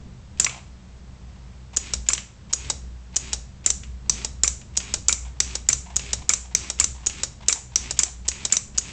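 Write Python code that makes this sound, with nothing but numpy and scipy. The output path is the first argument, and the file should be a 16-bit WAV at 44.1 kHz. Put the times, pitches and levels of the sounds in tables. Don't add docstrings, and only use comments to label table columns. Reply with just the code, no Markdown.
import sys
import numpy as np
from scipy import signal
from scipy.fft import rfft, irfft, next_fast_len
from scipy.io import wavfile

SR = 44100
rng = np.random.default_rng(int(sys.argv[2]) if len(sys.argv) > 2 else 0)


def output_pcm(signal):
    pcm = np.clip(np.atleast_2d(signal).T, -1, 1) * 32767
    wavfile.write(sys.argv[1], SR, np.round(pcm).astype(np.int16))


N = 393372

SLACK_STROKES = [(1.7703, -45, -20.5, -17.5), (2.5342, -45, -19.5, -14), (3.1655, -47, -21, -17),
                 (4.774, -26.5, -19, -17.5), (5.9657, -26.5, -19.5, -18), (7.068, -27.5, -20, -17),
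                 (8.2859, -26.5, -20, -18), (8.7828, -39.5, -22, -20)]
# start_s, first_click_mids_vs_treble_db
TIGHT_STROKES = [(4.0963, -18), (5.4028, -13), (6.5498, -13.5), (7.7584, -16)]
SLACK_RUN_S, TIGHT_RUN_S = .1657, .1507
# pitch_hz, level_db
SCRAPE_TONE = [(100, -29.5), (500, -10.5), (1500, -10), (2700, -1), (4300, -10.5), (6000, -7.5),
               (9000, -14)]
# pitch_hz, level_db
RUB_TONE = [(100, -12), (500, -13), (750, -0.5), (950, 1), (1300, -12.5), (2500, -8), (4500, -15),
            (8000, -21.5)]


def amp(db):
    return 10 ** (np.asarray(db) / 20)


def level_at(tone, hz):
    pitch_hz, level_db = np.transpose(tone)
    return np.interp(np.log(hz + 1), np.log(pitch_hz + 1), level_db)


def unit(x):
    return x / np.sqrt(np.sum(x ** 2) + 1e-20)


def add(mix, start_s, sound):
    part = mix[max(round(start_s * SR), 0):][:len(sound)]
    part += sound[:len(part)]


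def shaped(x, tone):
    size = next_fast_len(len(x))
    gain = amp(level_at(tone, np.fft.rfftfreq(size, 1 / SR)))
    return irfft(rfft(x, size) * gain, size)[:len(x)]


def noise(tone):
    return unit(shaped(rng.standard_normal(N), tone)) * np.sqrt(N)


def drift(hz):
    size = next_fast_len(N)
    slow = np.fft.rfftfreq(size, 1 / SR) < hz
    wobble = irfft(rfft(rng.standard_normal(size)) * slow, size)[:N]
    return unit(wobble) * np.sqrt(N)


def room_echo(build_s=0.0024, fade_s=0.36):
    t = np.arange(SR // 2) / SR
    rise = 1 - np.exp(-t / build_s)
    fade = np.exp(-np.log(1000) * t / fade_s)
    return unit(rng.standard_normal(len(t)) * rise * fade)


def ringing(tone, rings=(), size=4096):
    hz = abs(np.fft.fftfreq(size, 1 / SR))
    peaks_db = sum(lift / (1 + (2 * (hz - pitch) / width) ** 2) for pitch, width, lift in rings)
    log_gain = np.log(amp(level_at(tone, hz) + peaks_db))
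    spectrum = np.exp(np.conj(signal.hilbert(log_gain)))
    return np.fft.ifft(spectrum).real[:size // 2]


def blow(bounces, scrape, chatter_db, chatter_s, scrape_s=.0011, jitter=.04, size=2048):
    t = np.arange(size) / SR
    force = amp(chatter_db) * unit(rng.laplace(size=size) * np.exp(-t / chatter_s))
    for delay_s, db in [(0, 0.0083)] + bounces:
        hit = (t == 0) + scrape * unit(rng.standard_normal(size) * np.exp(-t / scrape_s))
        add(force, delay_s * (1 + jitter * rng.uniform(-1, 1)), amp(db) * unit(hit))
    return force


def balanced(x, levels_db):
    # from_hz, to_hz
    band_edges = [(3500, 12000), (1200, 3500), (120, 1200)]
    bands = (signal.butter(3, edges, "bandpass", fs=SR, output="sos") for edges in band_edges)
    return sum(amp(db) * unit(signal.sosfilt(band, x)) for band, db in zip(bands, levels_db))


def clicks(rows, rings, gain_db, echo_db, blur=1.9, ring_share=0.74, **touch):
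    # pitch_hz, level_db
    plastic = [(60, -23.5), (200, -1.5), (450, -1), (900, -8), (1800, -7), (3400, -7), (5000, -1.5),
               (6500, 4), (7800, 4), (9000, 4.5), (12000, -25.5)]
    out = np.zeros(N)
    near = ringing(plastic, rings)
    far = ringing(plastic, np.array(rings) * [1, blur, ring_share])
    for s, db, mids_db, lows_db in rows:
        direct = balanced(signal.fftconvolve(blow(**touch), near), [0, mids_db, lows_db])
        echo = balanced(signal.fftconvolve(room_echo(), far), [0, mids_db + 1.5, lows_db + 5.5])
        add(out, s, amp(db + gain_db) * direct)
        add(out, s, amp(db + gain_db + echo_db) * echo)
    return out


def taps(rows, tone, gain_db, echo_db, **touch):
    out, part = np.zeros(N), ringing(tone)
    for s, db in rows:
        force = amp(echo_db) * room_echo()
        add(force, 0, unit(blow(scrape=1.0, **touch)))
        add(out, s, amp(db + gain_db) * unit(signal.fftconvolve(force, part)))
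    return out


def friction(rows, tone, gain_db, echo_db=-5, uneven=0.62):
    pressure = np.zeros(N)
    for s, length_s, db in rows:
        add(pressure, s, amp(db + gain_db) * signal.windows.tukey(round(length_s * SR), .6))
    out = noise(tone) * pressure * (1 + uneven * drift(73))
    return out + amp(echo_db) * signal.fftconvolve(out, room_echo())[:N]


def motor_runs(slack_db=-43.5, tight_db=-42.5):
    return ([(s, s + SLACK_RUN_S, slack_db) for s, *_ in SLACK_STROKES]
            + [(s, s + TIGHT_RUN_S, tight_db) for s, _ in TIGHT_STROKES])


def hum(pitch_hz=60.73, gain_db=0.5, flutter_db=4.0, wander_hz=1.694, waver_hz=4.36):
    # time_s, level_db
    swells = [(0.0, -49), (1.86, -41), (2.11, -32.5), (2.31, -58), (2.58, -40.5), (3.45, -37.5), (3.6, -48),
              (3.72, -35), (4.52, -36.5), (4.6, -49.5), (5.04, -35.5), (6.73, -42.5), (7.03, -34.5),
              (7.18, -47.5), (8.27, -37), (8.37, -50), (8.77, -41.5), (8.92, -57)]
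    # pitch_multiple, level_db
    overtones = [(2.08, -53.5), (3.001, -58.5)]
    level_db = np.interp(np.arange(N) / SR, *np.transpose(swells)) + flutter_db * np.tanh(drift(6))
    hz = pitch_hz + wander_hz * drift(4)
    out = amp(level_db + gain_db) * np.sin(2 * np.pi * np.cumsum(hz) / SR)
    for multiple, db in overtones:
        cycles = np.cumsum(multiple * pitch_hz + waver_hz * drift(12)) / SR
        out += amp(db) * (1 + 0.63 * drift(9.9)) * np.sin(2 * np.pi * cycles)
    return np.sqrt(2) * out


def background(rumble_db=-45, swell_db=3.0, hiss_db=-56.5):
    # pitch_hz, level_db
    rumble_tone = [(15, -9.5), (38, -8), (50, -12), (75, -1.5), (98, -8.5), (115, -8.5), (138, -8.5),
                   (160, -16.5), (205, -12), (280, -25.5), (450, -30.5), (1200, -53.5), (4000, -81.5)]
    hiss_tone = [(100, 6.5), (400, 8.5), (950, 5.5), (1300, 3), (3000, -2), (7500, -5), (9500, -9)]
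    rumble = amp(rumble_db) * noise(rumble_tone) * amp(swell_db * drift(5))
    return rumble + amp(hiss_db) * noise(hiss_tone)


def pen_arm(slide_s=.027, snap_lows_db=-25, home_db=-16.5, home_mids_db=-16, home_lows_db=-24):
    # snap_s, treble_db, mids_vs_treble_db, slide_db, home_delay_s,
    # knock_delay_s, knock_db
    moves = [(0.3983, -11.5, -15, -44, 0.047, .0669, -16), (2.0872, -13, -16, -43.5, .0461, 0.014, -23),
             (3.6618, -12.5, -18, -42, 0.041, .013, -32), (4.4347, -11.5, -19, -55.5, 0.043, 0.0092, -23),
             (5.0837, -10.5, -22.5, -57, 0.043, 0.0097, -18),
             (5.6878, -10.5, -17.5, -55, 0.042, 0.012, -23.5), (6.293, -11, -15.5, -50, .0429, .009, -20),
             (6.7993, -10.5, -17, -43, .0433, .011, -22), (7.4836, -10, -18, -48, 0.043, 0.012, -21.5),
             (7.9905, -11.5, -16.5, -44, .0432, .010, -24.5), (8.524, -12, -17.5, -39, 0.044, 0.012, -24.5)]
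    # pitch_hz, width_hz, lift_db
    snap_rings = [(4140, 600, -3.5), (6020, 300, 1.5), (6890, 160, 1), (6940, 100, 3.5), (7204, 340, 10),
                  (7640, 160, 1.5)]
    home_rings = [(2480, 1400, 7), (3880, 220, 8), (5746, 180, 10.5), (6220, 330, 12), (6780, 180, -19),
                  (7440, 400, 9), (8530, 210, 7)]
    # pitch_hz, level_db
    frame_tone = [(100, -21), (400, -15), (800, -15.5), (1200, 0.5), (1450, -3.5), (1800, -10), (2250, 5),
                  (2600, -0.5), (3100, -10), (4500, -11), (9000, -36.5)]
    slides, snaps, homings, knocks = [], [], [], []
    usual_mids_db = np.mean([move[2] for move in moves])
    for s, db, mids_db, slide_db, home_delay_s, knock_delay_s, knock_db in moves:
        slides.append((s - slide_s, slide_s, slide_db))
        snaps.append((s, db, mids_db, snap_lows_db))
        fuller_db = 0.42 * (mids_db - usual_mids_db)
        homings.append((s + home_delay_s, home_db, home_mids_db + fuller_db, home_lows_db))
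        knocks.append((s + knock_delay_s, knock_db))
    slide = friction(slides, SCRAPE_TONE, gain_db=-1.0)
    snap = clicks(snaps, snap_rings, gain_db=25.5, echo_db=-8.5, blur=1.7, ring_share=.85,
                  bounces=[(.0011, -1.5), (.0035, -14)], scrape=1.7, chatter_db=-1.5, chatter_s=0.0055)
    home = clicks(homings, home_rings, gain_db=26.0, echo_db=-16,
                  bounces=[(.001, -2.5), (.0025, -18.5)], scrape=1.6, chatter_db=-4.5, chatter_s=0.00566)
    knock = taps(knocks, frame_tone, gain_db=19.5, echo_db=-9.0,
                 bounces=[(.003, -1)], chatter_db=1.0, chatter_s=0.006)
    return slide + snap + home + knock


def ticks(catch_delay_s=0.029):
    # start_s, level_db
    settling = [(.495, -27), (2.150, -27), (2.178, -23), (3.835, -34.5), (4.615, -40.5)]
    catches = [(s + catch_delay_s, db) for s, db, *_ in SLACK_STROKES]
    return taps(settling + catches, SCRAPE_TONE, gain_db=20, echo_db=-6,
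                bounces=[(.002, 0)], chatter_db=3, chatter_s=0.011)


def pen_rubbing():
    # start_s, length_s, level_db
    rubs = [(.5, .11, -51.5), (1.05, 0.68, -70), (5.22, 0.084, -55.5), (5.84, 0.099, -54.5),
            (6.17, 0.083, -55.5), (6.43, 0.06, -57), (6.92, 0.12, -57), (7.4, 0.047, -53),
            (7.55, 0.045, -50.5), (8.05, 0.047, -48.5)]
    return friction(rubs, RUB_TONE, gain_db=3.5)


def linkage_tightening(lead_s=0.043, length_s=0.038, level_db=-54.5):
    scrapes = [(s - lead_s, length_s, level_db) for s, *_ in SLACK_STROKES]
    rubs = [(s - lead_s, length_s, level_db) for s, *_ in motor_runs()]
    return friction(scrapes, SCRAPE_TONE, gain_db=2.0) + friction(rubs, RUB_TONE, gain_db=0.5)


def slack_starts(treble_db=-15, mids_db=-18, lows_db=-23):
    # pitch_hz, width_hz, lift_db
    rings = [(2940, 520, 4), (4250, 500, -2), (5000, 120, 3.4), (5800, 150, 5), (6400, 350, 2.9),
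             (6820, 270, 11.5)]
    starts = [(s, treble_db, mids_db, lows_db) for s, *_ in SLACK_STROKES]
    out = clicks(starts, rings, gain_db=24.5, echo_db=-16,
                 bounces=[(.0007, -12), (.0024, -16)], scrape=1.2, chatter_db=-2.0, chatter_s=0.0055)
    for lead_s, slip_db in [(0.0055, 13.7), (0.0022, 14.4)]:
        slips = [(s - lead_s, *levels) for s, *levels in starts]
        out += clicks(slips, rings, gain_db=slip_db, echo_db=-7.0,
                      bounces=[], scrape=0.66, chatter_db=5.5, chatter_s=0.0015)
    return out


def geared_motor(teeth_per_s=900, spread_db=4, rub=0.28, whine_hz=385, whine_db=-11, echo_db=-7):
    # pitch_hz, level_db
    gear_tone = [(100, -4), (250, 1), (390, -6), (600, -11.5), (900, -6.5), (1600, -7.5), (2400, -1),
                 (3200, -4.5), (4500, -7.5), (6000, -10.5), (8000, -7.5), (10000, -52.5)]
    t = np.arange(N) / SR
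    hits = rng.random(N) < teeth_per_s / SR
    strength = amp(spread_db * np.minimum(rng.exponential(1, N), 4))
    teeth = hits * strength * rng.choice([-1, 1], N)
    grind = unit(shaped(teeth + rub * rng.standard_normal(N), gear_tone)) * np.sqrt(N)
    hz = whine_hz * (1 + 0.046 * drift(25.05))
    whine = amp(whine_db) * np.sin(2 * np.pi * np.cumsum(hz) / SR)
    loudness = np.zeros(N)
    for start_s, stop_s, db in motor_runs():
        times_s = [start_s, start_s + 0.049, stop_s - .05, stop_s, stop_s + 0.02]
        loudness += amp(db) * np.interp(t, times_s, [0, amp(-4), 1, .85, 0])
    out = (grind + whine) * loudness
    return out + amp(echo_db) * signal.fftconvolve(out, room_echo())[:N]


def stop_rattles(mids_db=-12, tight_db=-23.5, tight_lows_db=-15):
    # pitch_hz, width_hz, lift_db
    rings = [(583, 110, 6.8), (866, 110, 6.3), (3850, 170, 9.9), (4800, 350, 4.6), (5600, 260, 8.6),
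             (6830, 180, 7), (7200, 180, 4.2)]
    stops = [(s + SLACK_RUN_S, db, mids_db, lows_db) for s, _, db, lows_db in SLACK_STROKES]
    stops += [(s + TIGHT_RUN_S, tight_db, mids_db, tight_lows_db) for s, _ in TIGHT_STROKES]
    return clicks(stops, rings, gain_db=26.5, echo_db=-13.5,
                  bounces=[(.0024, -1.5), (.0044, -8)], scrape=0.94, chatter_db=-1.5, chatter_s=0.0092)


def tight_starts(treble_db=-14.5, lows_db=-24):
    # pitch_hz, width_hz, lift_db
    rings = [(2280, 970, 12.8), (3700, 130, 4.9), (4685, 190, 7.7), (5800, 200, 6.8), (6050, 450, 8.8),
             (7400, 240, 2.5)]
    starts = [(s, treble_db, mids_db, lows_db) for s, mids_db in TIGHT_STROKES]
    return clicks(starts, rings, gain_db=27.5, echo_db=-12.0,
                  bounces=[(.0009, 1), (.0022, -11)], scrape=0.82, chatter_db=-1, chatter_s=0.0037)


def scene():
    arm = pen_arm()
    linkage = slack_starts() + tight_starts() + stop_rattles() + linkage_tightening()
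    plotter = arm + linkage + ticks() + geared_motor() + pen_rubbing()
    return (plotter + hum() + background())[None]


def record(dry, ceiling=0.76, clip_level=0.66, top_hz=16200):
    # pitch_hz, gain_db
    recorder_tone = [(20, -2), (7800, 2.5), (8400, -6.5), (8800, -20), (9200, -39.5), (9800, -71.5)]
    loudness = abs(signal.hilbert(dry[0], next_fast_len(N)))[:N]
    squashed = dry[0] / (1 + (loudness / ceiling) ** 4) ** (1 / 4)
    clipped = np.clip(shaped(squashed, recorder_tone), -clip_level, clip_level)
    top_cut = signal.firwin(255, top_hz, window=("kaiser", 9), fs=SR)
    return signal.oaconvolve(clipped, top_cut, "same")[None]


dry = scene()
out = record(dry)
output_pcm(out)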